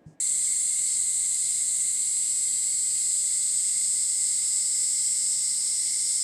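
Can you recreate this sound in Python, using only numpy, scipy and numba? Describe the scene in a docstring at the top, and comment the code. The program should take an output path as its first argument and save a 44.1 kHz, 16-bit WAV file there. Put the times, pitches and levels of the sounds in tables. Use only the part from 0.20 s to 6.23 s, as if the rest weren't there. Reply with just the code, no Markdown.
"""Cicada forest

One near cicada clicks about 407 times a second, its click timing shaken by a slower tremor. A crowd of its kind
shrills behind it as blurred click trains; a lower chorus of clickers climbs in pitch through moving resonances.
Crickets trill near 2 kHz as gated tones, thin insect tones throb above them, brief chirps sound near 6 kHz, a far
buzz throbs slowly and two dim low calls pass, over filtered noise for the hush of the forest."""
import sys
import numpy as np
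from scipy import signal
from scipy.fft import rfft, irfft, next_fast_len
from scipy.io import wavfile
from scipy.ndimage import uniform_filter1d
from numba import njit

SR = 44100
rng = np.random.default_rng(int(sys.argv[2]) if len(sys.argv) > 2 else 0)


def wav_out(sig):
    """Save sig, one row per channel (or a flat mono array), as 16-bit PCM at SR to the path in sys.argv[1]."""
    wavfile.write(sys.argv[1], SR, np.round(np.clip(np.atleast_2d(sig).T, -1, 1) * 32767).astype(np.int16))


N = 265923
T = np.arange(N) / SR
SIZE = next_fast_len(N)
BINS_HZ = np.fft.rfftfreq(SIZE, 1 / SR)


def undb(db):
    """Decibels to amplitude ratio."""
    return 10 ** (np.asarray(db) / 20)


def unit(x):
    """Scale to rms 1."""
    return x / np.sqrt(np.mean(x ** 2))


def curves(table):
    """Interpolate each column over time; the first column is seconds."""
    s, *columns = np.vstack(table).T
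    return [np.interp(T, s, c) for c in columns]


def walk(rate):
    """Random levels held 1 / rate s and slewed twice; spread 1."""
    hold = int(SR / rate)
    steps = np.repeat(rng.standard_normal(N // hold + 1), hold)
    slewed = uniform_filter1d(uniform_filter1d(steps, hold), hold)
    return unit(slewed)[:N]


def steady(x, span_s):
    """Even out swells slower than the span."""
    return x / np.sqrt(uniform_filter1d(x ** 2, int(span_s * SR)))


def bell(centre_s, half_s):
    """Gaussian swell, down to 1/e at half_s from its centre."""
    return np.exp(-((T - centre_s) / half_s) ** 2)


def colour(x, table, paths=1):
    """Filter by (Hz, dB) points, interpolated in log frequency; rms 1."""
    hz, db = np.transpose(table)
    gain = undb(np.interp(np.log(BINS_HZ + 1), np.log(hz), db, left=-60))
    return unit(irfft(rfft(x, SIZE) * gain * paths, SIZE)[:N])


@njit
def svf(x, hz, width):
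    """State-variable band-pass with a moving centre, gain 1 there."""
    y, band, low = np.empty(len(x)), 0., 0.
    for i in range(len(x)):
        g, k = np.tan(np.pi * hz[i] / SR), width / hz[i]
        v = (band + g * (x[i] - low)) / (1 + g * (g + k))
        band, low, y[i] = 2 * v - band, low + 2 * g * v, k * v
    return y


def ring(x, hz, width_hz):
    """A resonance applied twice, for steep flanks."""
    hz = hz + np.zeros(N)
    return svf(svf(x, hz, float(width_hz)), hz, float(width_hz))


def clicks(cycles, jitter_us, scatter_db, shift_s=np.zeros(N)):
    """One sharp click at each whole number of the running cycle count, placed between samples."""
    at_s = np.interp(np.arange(1, int(cycles[-1])), cycles, T)
    chance = rng.standard_normal((len(at_s), 2))
    at = (at_s + np.interp(at_s, T, shift_s) + jitter_us * chance[:, 0] / 10 ** 6) * SR
    taps = np.floor(at)[:, None] + np.arange(-7, 9)
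    off = taps - at[:, None]
    window = 1 + np.cos(np.pi * off / 8)
    shape = np.sinc(off) * window * undb(scatter_db * chance[:, 1:])
    return np.bincount(np.clip(taps, 0, N - 1).astype(int).ravel(), shape.ravel(), N)


def foliage(x, t60_s):
    """Leaves scatter a far sound into a short noisy tail."""
    t = T[:SR // 4]
    tail = rng.standard_normal(len(t)) * np.exp(-np.log(1000) * t / t60_s)
    return signal.fftconvolve(x, tail)[:N]


def rattle(rate_hz, jitter_us, count):
    """Slower, rougher clickers heard through the leaves; they fade in and out but the sum holds steady."""
    out = 0
    for spread in rng.uniform(-1, 1, count):
        rate = rate_hz * (1 + .1 * spread + .003 * walk(2))
        train = clicks(np.cumsum(rate) / SR, jitter_us, scatter_db=3.5)
        out = out + foliage(train, t60_s=0.064) * undb(3 * walk(2.5))
    return steady(out, 0.13)


def trills(centre_hz, spread_hz, count):
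    """Each wing stroke is a short tone; many trills overlap."""
    out = 0
    for pitch, (pace, start) in zip(np.linspace(-1, 1, count), rng.uniform(-1, 1, (count, 2))):
        stroke = np.cumsum(36 * (1 + .45 * pace + 0.0453 * walk(3))) / SR + start
        gate = np.maximum(np.sin(2 * np.pi * stroke) + .9, 0)
        hz = centre_hz + spread_hz * pitch + 14 * walk(9)
        level = undb(2.2 * walk(7.7) - 4.0 * pitch ** 2)
        out = out + gate * level * np.sin(2 * np.pi * np.cumsum(hz) / SR)
    return steady(out, 0.19)


# Spectrum of the forest hush. Each row: frequency in Hz, relative density in dB per Hz.
HUSH_SPECTRUM = [(25, -14), (50, -5), (110, 1.5), (300, -2.5), (700, -10), (1500, -10.5), (2400, -7),
                 (3200, -10), (6000, -2.5), (12000, -21)]
HUSH_DB = -53


def hush():
    """Distant air and leaves: smooth noise, strongest in the bass."""
    return colour(rng.standard_normal(N), HUSH_SPECTRUM) * undb(HUSH_DB)


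# Faint low calls. Each row: centre in seconds, peak level in dB, resonance in Hz.
LOW_CALL_ROWS = [(4.28, -66.5, 1220), (5.42, -67.5, 1130)]
THROB_FIRST_S, THROB_PERIOD_S, THROB_HALF_S, THROB_DB = 0.59, .725, 0.049, -58.5


def faint_voices():
    """A far insect buzzes near 3 kHz in slow regular throbs; two dim low calls ring from the same clicks."""
    # time from the nearest throb
    from_throb_s = (T - THROB_FIRST_S + THROB_PERIOD_S / 2) % THROB_PERIOD_S - THROB_PERIOD_S / 2
    buzz = rattle(120, jitter_us=120, count=3)
    out = unit(ring(buzz, 3000, 1600)) * np.exp(-(from_throb_s / THROB_HALF_S) ** 2) * undb(THROB_DB)
    for s, db, hz in LOW_CALL_ROWS:
        out = out + unit(ring(buzz, hz, 700)) * bell(s, 0.2) * undb(db)
    return out


# Spectrum of the far chorus. Each row: frequency in Hz, relative density in dB per Hz.
FAR_CHORUS_SPECTRUM = [(2200, -28), (3000, -15.5), (3550, -8.5), (3900, -3.5), (4150, 0.5), (4700, -2),
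                       (5200, -7), (5700, -12.5), (7000, -30.5)]
# Climbing singers. Each row: time in seconds, level in dB, reference pitch of their resonances in Hz.
CLIMB_COURSE = [(0, -62, 4800), (1.0, -58, 4800), (1.8, -53, 4760), (2.3, -46, 4880), (2.9, -43.5, 5040),
                (3.6, -43.5, 5260), (4.3, -42, 5280), (4.7, -39.5, 5470), (6.03, -37.5, 5500)]
# Fixed narrow resonances that stay put while the singers climb. Each row: frequency in Hz, strength in dB.
FIXED_RESONANCES = [(4405, 6), (4543, 4), (4703, 6), (4862, 5), (4906, 4), (4970, 6), (5042, 5), (5114, 5),
                    (5162, 3), (5211, 5), (5288, 6), (5355, 4), (5435, 4), (5470, 5), (5582, 4), (5925, 6)]
# Early rasps of those singers. Each row: centre in seconds, peak level in dB, half length in seconds.
RASP_ROWS = [(0.25, -44, 0.041), (0.72, -41, .06), (1.304, -45.5, 0.19), (1.927, -50, 0.1),
             (2.147, -47, 0.09)]
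# Lead singer among them. Each row: time in seconds, rate in clicks per second.
LEAD_RATE = [(0, 180), (3.0, 190), (4.0, 185), (4.7, 143), (5.3, 150), (6.03, 165)]
FAR_CHORUS_DB, RESONANCE_WIDTH_HZ = -45, 16
LEAD_DB, OVERTONE_DB = -3, -17  # lead against the other singers, overtone against the climbing band


def low_chorus():
    """A far chorus holds near 4.2 kHz; nearer singers rasp a few times, then swell as their resonance climbs."""
    far = colour(rattle(260, jitter_us=59, count=9), FAR_CHORUS_SPECTRUM)

    lead_cycles = np.cumsum(curves(LEAD_RATE)[0]) / SR
    lead = foliage(clicks(lead_cycles, jitter_us=45, scatter_db=1.5), t60_s=.012)
    singers = rattle(170, jitter_us=35, count=8) + unit(lead) * undb(LEAD_DB)

    climb_db, hz = curves(CLIMB_COURSE)
    # two bands in opposite sign, the lower one stronger
    climb = unit(ring(singers, hz + 120, 900)) - unit(ring(singers, hz - 480, 1050)) * undb(3.5)
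    narrow = 1 + sum(undb(db) / (1 + 2j * (BINS_HZ - f) / RESONANCE_WIDTH_HZ) for f, db in FIXED_RESONANCES)
    climb = irfft(rfft(climb, SIZE) * narrow, SIZE)[:N]
    overtone = unit(ring(singers, 2.0 * hz, 3000)) * undb(OVERTONE_DB)

    rasp_level = sum(undb(db) * bell(s, half_s) for s, db, half_s in RASP_ROWS)
    rasps = unit(ring(singers, 4800, 1760)) * rasp_level
    return unit(far) * undb(FAR_CHORUS_DB) + (unit(climb) + overtone) * undb(climb_db) + rasps


# Crickets near 2.1 kHz. Each row: time in seconds, level in dB.
CRICKET_LEVEL = [(0, -54), (1.2, -55), (2.4, -57), (4.5, -55), (6.03, -55)]
CRICKET_SURGE_DB, CRICKET_SURGES_PER_S = 1.15, 8.8  # spread and rate of the random level
DEEP_CRICKETS_DB = -12.5  # against the others


def crickets():
    """A field of crickets near 2.1 kHz that surges together, and fewer, deeper ones just below."""
    main = trills(2105, 95, count=18)
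    deep = trills(1870, 140, count=9)
    level_db = curves(CRICKET_LEVEL)[0] + CRICKET_SURGE_DB * walk(CRICKET_SURGES_PER_S)
    return (main + deep * undb(DEEP_CRICKETS_DB)) * undb(level_db)


# Thin high tones, long or brief. Each row: start in seconds, end in seconds, pitch in Hz,
# level before the throb in dB.
STRAND_ROWS = [(0, 2.0, 4120, -57), (1.15, 1.45, 5040, -58.5), (2.6, 6.2, 4700, -56), (4.3, 6.2, 5460, -54),
               (2.9, 3.9, 3480, -65), (2.24, 2.42, 3240, -63), (3.38, 3.5, 3200, -65),
               (4.04, 4.16, 3180, -66), (4.76, 4.9, 3220, -65), (5.8, 6.1, 3520, -63),
               (1.6, 2.4, 2730, -72), (1.95, 2.2, 4620, -55), (.3, .55, 3500, -62), (1.1, 1.5, 2620, -70),
               (.9, 1.4, 3680, -61), (1.9, 2.4, 2580, -71), (2.65, 2.95, 2520, -71), (.3, .8, 5400, -60),
               (5.6, 6.0, 3150, -67)]


def strands():
    """Thin insect tones, each wavering in pitch, throbbing about 13 times a second and fading in and out."""
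    out = 0
    for start, end, hz, db in STRAND_ROWS:
        fade = np.clip(np.minimum(T - start, end - T) / 0.016, 0, 1)
        throb_cycles = np.cumsum(13 * (1 + 0.247 * walk(4))) / SR
        throb = np.maximum(np.sin(2 * np.pi * throb_cycles) + 1.8, 0) * .8 * undb(1.5 * walk(9))
        tone = np.sin(2 * np.pi * np.cumsum(hz + 18 * walk(40)) / SR)
        out = out + undb(db) * fade * throb * tone
    return out


# Short high chirps. Each row: centre in seconds, peak level before the buzz in dB, pitch in Hz.
CHIRP_ROWS = [(5.1342, -45, 5800), (5.3996, -47, 5970), (5.5588, -42, 5900), (5.7199, -43, 5950),
              (5.8122, -45, 5940)]


def chirps():
    """A lone insect adds brief notes near 6 kHz, made buzzing by a 160 Hz level modulation."""
    out = 0
    for s, db, hz in CHIRP_ROWS:
        t = T - s
        buzz = 1 + .5 * np.cos(2 * np.pi * 160 * t)
        out = out + undb(db) * bell(s, .018) * np.sin(2 * np.pi * hz * t) * buzz
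    return out


# Crowd. Each row: time in seconds, level in dB, how far its band has narrowed from 0 to 1.
CROWD_COURSE = [(0, -27, 0.7), (1.68, -30, 0.34), (1.8, -30.5, 0), (2.7, -33.5, 0), (3.5, -33.5, 0.8),
                (5.2, -32.5, 0.6), (5.4, -31.5, 0.3), (6.03, -28.5, 0.8)]
# Narrowed band against the broad one. Each row: frequency in Hz, gain in dB.
CROWD_NARROWING = [(4500, -3), (6600, -3), (7200, -5), (7500, 0), (8400, 0), (8700, -6), (9800, -6),
                   (11000, -2), (16000, -2)]
# Brief swells of the crowd. Each row: centre in seconds, rise in dB.
CROWD_SURGES = [(2.25, 2), (2.95, 2), (3.38, 3), (3.64, 3), (3.77, 2.5), (4.05, 4.5), (4.4, 3), (4.62, 3),
                (4.89, 3), (5.1, 3.5), (5.93, 2)]
# Tymbal and air sac heard from afar. Each row: frequency in Hz, relative density in dB per Hz.
FAR_TYMBAL_SPECTRUM = [(4500, -84), (5700, -31), (6300, -15.5), (7000, -12.5), (7400, -1.5), (8050, 0),
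                       (8600, 0.5), (9200, -5.5), (10200, -10.5), (11000, -24), (13000, -34), (16000, -100)]
SURGE_HALF_S = .05


def crowd(count=10):
    """Farther cicadas of the same kind, each at its own drifting rate, blurred by the leaves."""
    out = 0
    for spread in rng.uniform(-1, 1, count):
        rate = 414 * (1 + .006 * spread + .002 * walk(4))
        train = clicks(np.cumsum(rate) / SR, jitter_us=19.6, scatter_db=0.5)
        out = out + foliage(train, t60_s=0.024) * undb(0.62 * walk(2.1))
    level_db, core = curves(CROWD_COURSE)
    surge_db = sum(db * bell(s, SURGE_HALF_S) for s, db in CROWD_SURGES)
    broad = colour(out, FAR_TYMBAL_SPECTRUM)
    mixed = (1 - core) * broad + core * colour(broad, CROWD_NARROWING)
    return steady(mixed, 0.09) * undb(level_db + surge_db)


# Near cicada rhythm. Each row: time in seconds, rate in clicks per second, tremor in Hz.
NEAR_RHYTHM = [(0, 409, 64), (.7, 405.2, 62.5), (1.15, 405.3, 61), (1.7, 405.9, 61), (1.76, 406.4, 108.8),
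               (2.15, 406.9, 107.6), (2.8, 407.65, 108.8), (3.23, 409.15, 108.5), (3.75, 409.25, 106),
               (4.43, 408.2, 105.6), (5.03, 408.45, 106), (6.03, 410.4, 105.8)]
# Near cicada level. Each row: time in seconds, level in dB.
NEAR_LEVEL = [(0.0, -29), (2.77, -26.5), (2.84, -26), (5.1, -26.5), (5.26, -27.5), (6.03, -29)]
# Its tymbal and air sac. Each row: frequency in Hz, relative density in dB per Hz.
TYMBAL_SPECTRUM = [(4500, -85), (5700, -19), (5950, -22), (6135, -14), (6330, -16.5), (6900, -3.5),
                   (7400, 2.5), (8050, 7), (8600, 2), (9200, -4), (9700, -7), (10200, -15.5),
                   (11000, -19.5), (13000, -23), (16000, -93)]
# The singer shifts on its perch between phrases. Each row: start in seconds, end in seconds, tremor swing of
# the click timing in microseconds, click sweep in ms per kHz, echoes off trunks and ground as (delay in ms, dB).
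PERCH_ROWS = [(0, 1.73, 60, .8, [(5.076, -9), (3.476, -9), (11.388, -9)]),
              (1.73, 2.9, 25, -1.28, [(9.316, -7), (10.34, -10), (4.164, -10)]),
              (2.9, 6.03, 29, .3, [(6.308, -9), (9.288, -9), (4.48, -9)])]
# What else the tremor does on each perch. Each row: tilt of click colour (ratio), its lead in radians,
# strong-weak alternation from 0 to 1, its lead in radians.
TREMOR_FLEX = [(.27, -2.49, .12, -.4), (.58, 3.07, .18, .38), (1.03, 2.73, .36, .13)]


def near_cicada():
    """Very regular clicks; the tremor moves them early and late, tilts their colour and makes them alternate."""
    rate, tremor_hz = curves(NEAR_RHYTHM)
    tremor = 2 * np.pi * np.cumsum(tremor_hz) / SR
    swing_us = sum(us * ((T >= start) & (T < end)) for start, end, us, _, _ in PERCH_ROWS)
    shift_s = swing_us / 10 ** 6 * np.sin(tremor)
    train = clicks(np.cumsum(rate) / SR, jitter_us=2.5, scatter_db=.8, shift_s=shift_s)
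    # raises above 8050 Hz and lowers below, or the reverse
    bright = np.tanh((BINS_HZ - 8050) / 600) * np.exp(-((BINS_HZ - 8050) / 1600) ** 4)
    out = 0
    for perch, (tilt, tilt_lead, alternate, lead) in zip(PERCH_ROWS, TREMOR_FLEX):
        start, end, _, sweep_ms, echoes = perch
        # the ribs buckle one after another, so each click sweeps in pitch: sweep_ms later for each kHz higher
        sweep = np.exp(-1j * np.pi * sweep_ms * ((BINS_HZ - 8000) / 1000) ** 2)
        paths = 1 + sum(undb(db) * np.exp(-2j * np.pi * BINS_HZ * ms / 1000) for ms, db in echoes)
        here = train * ((T >= start) & (T < end))
        tilted = irfft(rfft(here * np.sin(tremor + tilt_lead), SIZE) * bright, SIZE)[:N]
        flexed = here * (1 + alternate * np.sin(2 * tremor + lead)) + tilt * tilted
        share = (end - start) * SR / N  # keeps rms 1 within the perch
        out = out + colour(flexed, TYMBAL_SPECTRUM, sweep * paths) * np.sqrt(share)
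    return out * undb(curves(NEAR_LEVEL)[0])


def scene():
    """Sum all the layers into one channel."""
    background = hush() + faint_voices() + low_chorus()
    singles = crickets() + strands() + chirps()
    return (background + singles + crowd() + near_cicada())[None]


SHELF_HZ, TOP_HZ = 10380, 14300


def record(dry):
    """The treble above SHELF_HZ is 1.5 dB weaker, and cut above TOP_HZ."""
    body = signal.sosfiltfilt(signal.ellip(6, .1, 40, SHELF_HZ, fs=SR, output="sos"), dry)
    shelved = body + undb(-1.5) * (dry - body)
    return signal.sosfilt(signal.ellip(8, .2, 70, TOP_HZ, fs=SR, output="sos"), shelved)


dry = scene()
out = record(dry)
wav_out(out)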